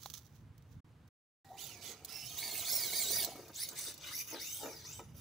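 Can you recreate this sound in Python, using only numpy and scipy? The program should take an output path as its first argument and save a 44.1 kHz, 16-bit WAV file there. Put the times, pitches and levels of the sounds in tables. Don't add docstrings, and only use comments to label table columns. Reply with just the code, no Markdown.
import sys
import numpy as np
from scipy import signal
from scipy.fft import rfft, irfft
from scipy.io import wavfile
from scipy.ndimage import uniform_filter1d

SR = 44100
rng = np.random.default_rng(int(sys.argv[2]) if len(sys.argv) > 2 else 0)


def dump_mix(stems):
    frames = np.atleast_2d(stems).T
    limited = np.clip(frames, -1, 1)
    pcm = np.round(limited * 32767).astype(np.int16)
    wavfile.write(sys.argv[1], SR, pcm)


N = 229408
TIME = np.arange(N) / SR
FREQS = np.maximum(np.arange(N // 2 + 1) * SR / N, 1)
TEETH_PER_SHAFT_TURN, TEETH_PER_WHEEL_TURN = 10, 88
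THROTTLE_LAG_S = 0.016
CUTOFF_HZ = 15800

# t/s, coarse/dB, fine/dB
SAND_PAN = [(1.45, -6, 0), (1.53, -7.5, -15), (2.11, -9.5, -17), (2.38, -2.5, -12), (3.82, 2, -6.5),
            (4.71, 1.5, -3), (5.2, -0.5, -14)]
# f/Hz, level/dB
COARSE_SAND_NEAR = [(1820, -105), (3100, -4), (3300, -2), (3760, 7), (4620, 9), (5300, 4.5), (5530, 2.5),
                    (6620, 9.5), (7450, -0.5), (7900, 6), (10300, -32), (17400, -120)]
FINE_SAND_NEAR = [(4240, -6), (7200, 1.5), (7470, -5), (7960, -1), (10300, 8), (11200, 12.5), (12400, 7.5),
                  (13900, 3), (14900, 13.5), (15700, 10), (16000, -33)]
# f/Hz, coherence/0..1
COHERENCE_NEAR = [(30, 0.6), (100, 0.98), (600, 0.94), (1400, 0.8), (3500, 0.8), (7000, 0.2), (11000, 0.19),
                  (15000, 0.14)]
COHERENCE_FAR = [(100, 1), (600, 0.84), (1400, 0.61), (3500, .55), (7000, 0.66), (15000, .2)]
# t/s, level/dB
ROLLING_LEVEL = [(1.45, -78), (1.55, -63.5), (2.25, -65), (2.42, -59.5), (3.25, -53), (3.58, -71),
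                 (4.1, -62.5), (4.5, -71), (4.85, -64.5), (5.1, -73.5)]
# start/s, end/s
DROPOUTS = [(.804, .845), (1.089, 1.446)]


def from_db(db):
    return 10 ** (np.asarray(db) / 20)


def unit_rms(x):
    return x / np.sqrt(np.mean(x ** 2) + 1e-20)


def over_time(rows):
    times_s, *columns = np.transpose(rows)
    return [np.interp(TIME, times_s, column) for column in columns]


def over_hz(points):
    hz, value = np.transpose(points)
    return np.interp(np.log(FREQS), np.log(hz), value)


def phase_of(hz):
    return 2 * np.pi * np.cumsum(hz) / SR


def drift(rate_hz):
    size, step = 16384, 16
    hz = np.fft.rfftfreq(size, step / SR)
    slow = irfft(rfft(rng.standard_normal(size)) / (1 + (hz / rate_hz) ** 2))
    return np.interp(np.arange(N) / step, np.arange(size), unit_rms(slow))


def lagged(x):
    pole = np.exp(-1 / (THROTTLE_LAG_S * SR))
    return x[0] + signal.lfilter([1 - pole], [1, -pole], x - x[0])


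def pan(left_db):
    sides = from_db(np.array([[.5], [-.5]]) * left_db)
    return sides / sides.mean(axis=0)


def noise():
    return rng.standard_normal((2, N))


def grains(per_s, spread_db):
    sizes = from_db(spread_db * np.minimum(rng.exponential(1, (2, N)), 4))
    return unit_rms((rng.random((2, N)) < per_s / SR) * sizes * noise())


def colour(pair, spectrum, coherence):
    alike = np.clip(over_hz(coherence), 0, .995)
    width = np.sqrt((1 - alike) / (1 + alike))
    shaped = rfft(pair) * unit_rms(from_db(over_hz(spectrum)))
    mid, side = irfft(shaped * [np.ones_like(width), width], N)
    return np.array([mid + side, mid - side])


def swells(rows):
    power = np.zeros(N)
    for peak_s, db, rise_s, fall_s in rows:
        decay = np.maximum((peak_s - TIME) / rise_s, (TIME - peak_s) / fall_s)
        power += from_db(2 * db) * np.exp(-2 * decay)
    return np.sqrt(power)


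def bursts(rows, t60_s):
    return sum((TIME >= start_s) * from_db(db - 60 * np.clip((TIME - start_s) / t60_s, 0, 3))
               for start_s, db in rows)


def strike(blows, modes, softness_s):
    out = np.zeros(N)
    for start_s, db, centre_hz in blows:
        first = int(start_s * SR)
        age = TIME[:min(N - first, SR // 4)]
        contact = 1 - np.exp(-age / softness_s)
        for (hz, mode_db, t60_s), chance in zip(modes, rng.standard_normal(len(modes))):
            level_db = db + mode_db + 0.74 * chance - 5 * abs(np.log2(hz / centre_hz))
            ring = from_db(level_db - 60 * age / t60_s) * np.sin(2 * np.pi * hz * age)
            out[first:first + len(age)] += np.sign(chance) * contact * ring
    return out


def outdoors():
    # peak/s, level/dB, rise/s, fall/s
    rumble_swells = [(.13, -57, .1, 0.24), (.42, -55, .07, 0.28), (.78, -48.5, .06, 0.033),
                     (1.02, -61, .1, 0.12), (1.69, -60, 0.056, 0.023), (2.26, -59.5, 0.1, 0.17),
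                     (3.17, -59, 0.06, .05), (4.1, -68, .2, 0.23), (5.15, -53, .3, .2)]
    # f/Hz, level/dB
    rumble_spectrum = [(15, -56.5), (25, -25.5), (32, -28), (67, 1), (103, 4), (151, 2), (188, -8.5),
                       (235, -8.5), (276, -13), (400, -40.5), (520, -67.5), (880, -120)]
    air_spectrum = [(180, -31.5), (300, -6), (405, -12), (486, -9.5), (528, -15), (961, -14.5), (2320, -23),
                    (16000, -41)]
    floor_db, air_db = -64.5, -71.5
    envelope = np.hypot(from_db(floor_db), swells(rumble_swells))
    rumble = envelope * colour(noise(), rumble_spectrum, COHERENCE_NEAR)
    air = from_db(air_db) * colour(noise(), air_spectrum, COHERENCE_FAR)
    return (rumble + air) * pan(left_db=-1.5)


def leaves():
    # peak/s, level/dB, rise/s, fall/s
    rustles = [(.035, -53, 0.033, 0.1), (.15, -48.5, 0.018, 0.023), (.185, -53, 0.014, 0.0086),
               (.268, -64.5, 0.013, 0.0096), (.36, -66.5, 0.019, .03), (.73, -71, 0.039, 0.024)]
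    # t/s, level/dB
    snaps = [(.030, -50), (.0595, -41), (.1005, -40), (.139, -37), (.178, -46), (.256, -63), (.5795, -59),
             (.623, -66), (1.078, -66)]
    # f/Hz, level/dB
    leaf_spectrum = [(710, -31), (1200, -8.5), (1540, -17.5), (2650, -15.5), (3400, -5), (5410, -7),
                     (5970, -1), (9110, -19), (10900, -10), (12200, -12), (14800, -11), (16000, -4.5)]
    rustling = swells(rustles) * grains(per_s=2100, spread_db=0)
    snapping = bursts(snaps, t60_s=.028) * noise()
    return colour(rustling + snapping, leaf_spectrum, COHERENCE_NEAR) * pan(left_db=-9)


def finger_knock():
    # t/s, level/dB, centre/Hz
    knock = [(.059, -38, 940)]
    # f/Hz, level/dB, t60/s
    housing_modes = [(810, 1, 0.022), (1018, 1.5, 0.014), (2000, -6.5, 0.011), (4050, 13.5, 0.0089)]
    return strike(knock, housing_modes, softness_s=0.00032)


def throttle():
    # whine/dB, octave re whine/dB, gear chatter/rad, rattle/dB, coarse sand/dB, fine sand/dB
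    squeezes = [ (1.564, 0.078, 3887, 0.034, 0.28, .24, -30, -51, -2, .65, -60.5, -51.5, -50),
                (1.808, .11, 3480, .028, 0.29, .115, -24, -56.5, -4, 0.68, -56.5, -49.5, -52.5),
                (2.064, 0.16, 2670, 0.018, 0.5, .18, 12, -55, 5.5, 0.55, -62, -56.5, -54),
                (2.24, 0.094, 3223, 0.029, 0.38, .135, 11, -57, 2.5, 0.56, -71, -52, -53.5),
                (2.362, 0.099, 5022, .054, .57, .17, -2, -44.5, -9.5, 0.52, -56, -46.5, -46),
                (2.527, 0.052, 4588, .029, .16, .125, -1, -49, 1.5, 0.6, -54, -47, -44),
                (2.642, .11, 5909, .045, .36, 0.3, 17, -41.5, -7, 0.46, -58.5, -43.5, -40),
                (2.917, 0.056, 5183, .033, .34, .16, 0, -41.5, -1.5, .8, -58, -42.5, -38.5),
                (3.071, .11, 5488, 0.082, .32, 0.17, 24.5, -41, 0, 0.63, -57.5, -45.5, -40.5),
                (3.525, .13, 7183, .1, 0.16, 0.11, 116, -52, 5.5, 0.83, -67.5, -54.5, -50),
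                (3.748, 0.16, 4660, 0.021, .13, .155, 2.5, -55, 8, 1.86, -58.5, -45, -51.5),
                (4.001, .103, 4347, .046, 0.398, .12, 33, -53, -8, 1.18, -54, -53.5, -55.5),
                (4.116, .12, 6140, .029, .94, .1, 35, -46.5, -2, 1.1, -67, -51, -46.5),
                (4.266, 0.044, 6850, 0.019, .11, .12, -21, -47, -16, 1.43, -55.5, -54.5, -51),
                (4.384, .21, 8975, 0.091, .33, .455, -5.5, -46.5, -25, 1.01, -60.5, -47.5, -44),
                (4.836, .14, 8840, 0.085, 0.53, .165, -6, -52.5, -16, 0.82, -64, -54.5, -57),
                (5.14, .097, 6030, 0.047, 0.22, .1, 15, -92, -22, 1.1, -71, -61, -61)]
    names = ("start_s held_s aim_hz spin_up_s coast_s slip_s swell_db_per_s "
             "whine_db octave_db chatter_rad rattle_db coarse_db fine_db").split()
    rows = np.array(squeezes)
    latest = np.maximum(np.searchsorted(rows[:, 0], TIME) - 1, 0)
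    motor = dict(zip(names, rows[latest].T))
    tooth_hz = np.full(N, 1900.0)
    for start_s, held_s, aim_hz, spin_up_s, coast_s, *_ in squeezes:
        first = int(start_s * SR)
        age = TIME[:N - first]
        driven_hz = aim_hz + (tooth_hz[first] - aim_hz) * np.exp(-np.minimum(age, held_s) / spin_up_s)
        tooth_hz[first:] = driven_hz * np.exp(-np.maximum(age - held_s, 0) / coast_s)
    motor["tooth_hz"] = uniform_filter1d(tooth_hz, size=SR // 45)
    motor["age_s"] = TIME - motor["start_s"]
    return motor


def effort_db(motor, layer, db_per_octave, grip_db_per_s, coast_db, fade_db_per_s):
    age, slip_s = motor["age_s"], motor["slip_s"]
    rest_db = -24
    speed_db = db_per_octave * np.log2(motor["tooth_hz"] / motor["aim_hz"])
    slipping_db = (motor["swell_db_per_s"] - grip_db_per_s) * np.minimum(age, slip_s)
    coasting_db = (age > slip_s) * (coast_db - fade_db_per_s * (age - slip_s))
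    return lagged(motor[layer] + np.where(age < 0, rest_db, speed_db + slipping_db + coasting_db))


def gear_tone(phase, wobble_rad, rough_rad, flutter_db):
    runout = np.sin(phase / TEETH_PER_SHAFT_TURN + 2 * drift(12.7))
    strength = unit_rms(from_db(flutter_db * drift(133)))
    return np.sqrt(2) * strength * np.sin(phase + wobble_rad * runout + rough_rad * drift(197))


def motor_groan():
    # t/s, f/Hz, level/dB
    groan = [(1.44, 800, -70), (1.5, 770, -59.5), (1.51, 711, -48.5), (1.54, 797, -57.5), (1.62, 716, -72)]
    hz, level_db = over_time(groan)
    tone = gear_tone(phase_of(hz), wobble_rad=0.48, rough_rad=0.15, flutter_db=4)
    return from_db(level_db) * tone * (TIME < groan[-1][0])


def shell_hum(far):
    hum_hz, re_rolling_db = 714.7, -1
    phase = 2 * np.pi * hum_hz * TIME + 1.1 * drift(55)
    tone = gear_tone(phase, wobble_rad=0.47, rough_rad=0.21, flutter_db=5)
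    return (1 - far) * from_db(over_time(ROLLING_LEVEL)[0] + re_rolling_db) * tone


def shaft_rasp(tooth_hz):
    shaft_hz = tooth_hz / TEETH_PER_SHAFT_TURN
    shaft_phase = phase_of(shaft_hz)
    out = np.zeros((2, N))
    for k in range(1, 44):
        strength = from_db(7 * drift(14.8)) * np.sqrt(shaft_hz) * (k * shaft_hz < CUTOFF_HZ)
        phase = k * shaft_phase + 2 * drift(87)
        out += strength * [np.sin(phase), np.sin(phase + 2 * drift(23))]
    return unit_rms(out)


def scrabble(far, near_spectrum, far_spectrum, rasp, per_s, spread_db):
    drive = unit_rms(grains(per_s, spread_db) + rasp)
    close = colour(drive, near_spectrum, COHERENCE_NEAR)
    distant = colour(drive, far_spectrum, COHERENCE_FAR)
    return (1 - far) * close + far * distant


def wheels(motor, far):
    # peak/s, level/dB, rise/s, fall/s
    landings = [(1.915, -51, .07, 0.032), (3.14, -58, 0.0099, 0.041), (3.275, -53.5, .012, .025),
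                (3.358, -52.5, 0.0031, 0.076), (3.5, -54, .01, 0.018), (3.725, -53.5, 0.028, 0.044),
                (3.88, -54, 0.011, 0.032), (4.35, -43, 0.021, 0.026), (4.645, -41, .016, 0.052),
                (4.995, -45.5, .002, 0.017)]
    # f/Hz, level/dB
    tyres_near = [(110, -55), (180, 7), (291, -10), (404, 6.5), (478, 4), (546, 3), (634, -39), (699, 2.5),
                  (873, -22), (954, -5.5), (1130, -14), (1500, -17), (1950, -21), (3300, -120)]
    tyres_far = [(110, -48), (180, -35), (264, -4), (312, -2.5), (414, 6), (669, -10), (758, -14.5),
                 (843, -7.5), (937, -3.5), (1090, -19.5), (1290, -7.5), (1500, -18), (1950, -16.5),
                 (3300, -120)]
    rattle_near = [(760, -63), (1300, -14), (1790, -18), (1980, -6), (2190, 4), (2710, -6), (2950, -0.5),
                   (3290, -11), (3500, -4), (4550, -67), (7700, -120)]
    rattle_far = [(760, -11), (1300, 1), (1450, 3), (1840, -9), (2090, 4), (2580, -1.5), (2980, 6),
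                  (3280, -1), (3500, -12), (4550, -41), (7700, -120)]
    coarse_sand_far = [(1820, -101), (3100, -39), (3310, -47), (3500, 4), (3680, 7), (4220, -5.5),
                       (4810, 3.5), (5320, 0.5), (5960, 10.5), (7160, -7), (7900, -1), (10300, -32),
                       (17400, -120)]
    fine_sand_far = [(4240, -17), (7200, -4.5), (7960, -2), (8510, -30), (8770, -16), (9220, 3.5),
                     (10000, 6.5), (10900, 12), (11500, 10), (12200, 7), (13500, 7), (14400, -8),
                     (14900, 16), (15600, 6), (16000, -34)]

    wheel_phase = phase_of(motor["tooth_hz"] * (1 + 0.059 * drift(7.3))) / TEETH_PER_WHEEL_TURN
    clumps_db = (0.31 * np.sin(wheel_phase) + 0.55 * drift(180)) * (1 - 0.24 * far)
    rasp = (.75 - .2 * far) * shaft_rasp(motor["tooth_hz"])
    coarse_pan_db, fine_pan_db = over_time(SAND_PAN)

    tread = np.hypot(from_db(over_time(ROLLING_LEVEL)[0]), swells(landings))
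    tyres = scrabble(far, tyres_near, tyres_far, 1.1 * rasp, per_s=2500, spread_db=1.5)
    tyres *= tread * from_db(0.86 * clumps_db)

    rattle_db = effort_db(motor, "rattle_db", db_per_octave=3, grip_db_per_s=19,
                          coast_db=-6.5, fade_db_per_s=18)
    rattle = scrabble(far, rattle_near, rattle_far, rasp, per_s=2300, spread_db=-2.5)
    rattle *= from_db(rattle_db + 3.5 * clumps_db) * pan(0.076 * coarse_pan_db)

    coarse_db = effort_db(motor, "coarse_db", db_per_octave=-1, grip_db_per_s=27,
                          coast_db=-11, fade_db_per_s=53)
    coarse = scrabble(far, COARSE_SAND_NEAR, coarse_sand_far, rasp, per_s=12000, spread_db=4.5)
    coarse *= from_db(coarse_db + clumps_db) * pan(coarse_pan_db)

    fine_db = effort_db(motor, "fine_db", db_per_octave=7.5, grip_db_per_s=29.5,
                        coast_db=-14, fade_db_per_s=5)
    fine = scrabble(far, FINE_SAND_NEAR, fine_sand_far, rasp, per_s=16000, spread_db=7)
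    fine *= from_db(fine_db + 2.1 * clumps_db) * pan(fine_pan_db)
    return tyres + rattle + coarse + fine


def gear_whine(motor, level_db, far):
    axle_ratio, axle_db = .393, -15 + 9 * far
    octave_db, chatter_rad = lagged(motor["octave_db"]), lagged(motor["chatter_rad"])
    coarse_pan_db, fine_pan_db = over_time(SAND_PAN)
    tooth_phase = phase_of(motor["tooth_hz"] * (1 + 0.00482 * drift(39)))
    partials = [(1, 0, 1), (2, octave_db, 1.5), (3, octave_db - 16, 2.3),
                (axle_ratio, axle_db, .5), (2 * axle_ratio, -9.5, 1)]
    out = np.zeros((2, N))
    for multiple, partial_db, chatter_factor in partials:
        hz, phase = multiple * motor["tooth_hz"], multiple * tooth_phase
        rough_rad = chatter_factor * chatter_rad
        direct = gear_tone(phase, wobble_rad=.5 * rough_rad, rough_rad=rough_rad, flutter_db=4.5)
        scattered = gear_tone(phase + 2 * drift(89), wobble_rad=0.26, rough_rad=rough_rad, flutter_db=3)
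        left_db = coarse_pan_db + (fine_pan_db - coarse_pan_db) * np.clip((hz - 6000) / 3000, 0, 1)
        radiation = 1 / (1 + (1500 / hz) ** 4)
        top_fade = np.clip((CUTOFF_HZ - hz) / 1000, 0, 1)
        gain = from_db(level_db + partial_db) * radiation * top_fade
        out += gain * pan(left_db) * (direct + (0.14 + 0.37 * far) * scattered * [[1], [-1]])
    return out


def gearbox_ring(tooth_hz, level_db):
    resonance_hz, width_hz = 2223, 69
    mesh = gear_tone(phase_of(tooth_hz / 2), wobble_rad=0.31, rough_rad=0.64, flutter_db=10.5)
    resonator = signal.iirpeak(resonance_hz, resonance_hz / width_hz, fs=SR)
    return signal.lfilter(*resonator, from_db(level_db - 2) * mesh)


def chassis_thuds():
    # t/s, level/dB, centre/Hz
    bumps = [(1.905, -56, 421), (2.022, -49, 745.7), (3.138, -53, 299.8), (3.274, -37.5, 505),
             (3.355, -36, 490.4), (3.374, -41, 479), (3.43, -43, 450), (3.5, -47, 380), (3.70, -63, 381.7),
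             (4.344, -33, 805), (4.636, -42, 338.7), (4.659, -31, 796.4), (4.9935, -34.5, 1213)]
    # f/Hz, level/dB, t60/s
    chassis_modes = [(322, 17, 0.018), (496, 17, 0.025), (610, -26, 0.014), (744, -9.5, 0.085),
                     (924, -3.5, 0.076), (1280, 9, 0.026), (2380, 11.5, 0.019)]
    return from_db(-8) * strike(bumps, chassis_modes, softness_s=0.0044)


def sand_sprays():
    # t/s, relative level/dB
    sprays = [(2.048, -18), (3.2468, -10), (3.482, -32), (3.6207, -39), (3.6351, -36), (3.6519, -34),
              (3.688, -17.5), (3.7895, -17), (3.881, -41), (3.9001, -44), (3.918, -26), (3.941, -27),
              (3.9781, -28.5)]
    envelope = bursts(sprays, t60_s=.032)
    coarse = colour(envelope * noise(), COARSE_SAND_NEAR, COHERENCE_NEAR)
    fine = colour(envelope * noise(), FINE_SAND_NEAR, COHERENCE_NEAR)
    return from_db(-23) * coarse + from_db(-24.5) * fine * pan(left_db=-10)


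def truck():
    # t/s, distance/(0 near..1 far)
    distance = [(3.3, 0.2), (4.1, 1)]
    far = over_time(distance)[0]
    motor = throttle()
    whine_db = effort_db(motor, "whine_db", db_per_octave=2.5, grip_db_per_s=25,
                         coast_db=-16.5, fade_db_per_s=126)
    gears = gear_whine(motor, whine_db, far) + gearbox_ring(motor["tooth_hz"], whine_db)
    mix = gears + chassis_thuds() + wheels(motor, far) + sand_sprays() + motor_groan() + shell_hum(far)
    return mix * (TIME > DROPOUTS[1][1])


def reflections(x, count=5, gain=.25):
    out = x.copy()
    for k, lag_s in enumerate(np.geomspace(.0012, .009, count)):
        delayed_s = TIME - lag_s - 0.00015 * drift(1.48)
        out += (-1) ** k * gain * np.array([np.interp(delayed_s, TIME, side) for side in x])
    return out / np.sqrt(1 + count * gain ** 2)


def yard_echo(x, wet_db=-20, t60_s=0.39, delay_s=.02):
    age = TIME[:SR // 2]
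    tail = rng.standard_normal((2, len(age))) * from_db(-60 * age / t60_s) * (age > delay_s)
    tail = signal.sosfilt(signal.butter(2, [250, 6000], "band", fs=SR, output="sos"), tail)
    tail /= np.sqrt(np.sum(tail[0] ** 2))
    return x + from_db(wet_db) * signal.fftconvolve(x, tail, axes=1)[:, :N]


def scene():
    return yard_echo(reflections(truck())) + leaves() + finger_knock() + outdoors()


def record(dry):
    port_hz, width_hz, port_db = 15300, 1400, 4
    gate = np.ones(N)
    for start_s, end_s in DROPOUTS:
        gate[int(start_s * SR):int(end_s * SR)] = from_db(-50)
    gated = dry * uniform_filter1d(gate, size=130)
    port = from_db(port_db / (1 + (2 * (FREQS - port_hz) / width_hz) ** 2))
    top_cut = 1 / (1 + (FREQS / CUTOFF_HZ) ** 240)
    return irfft(rfft(gated) * port * top_cut, N)


dry = scene()
out = record(dry)
dump_mix(out)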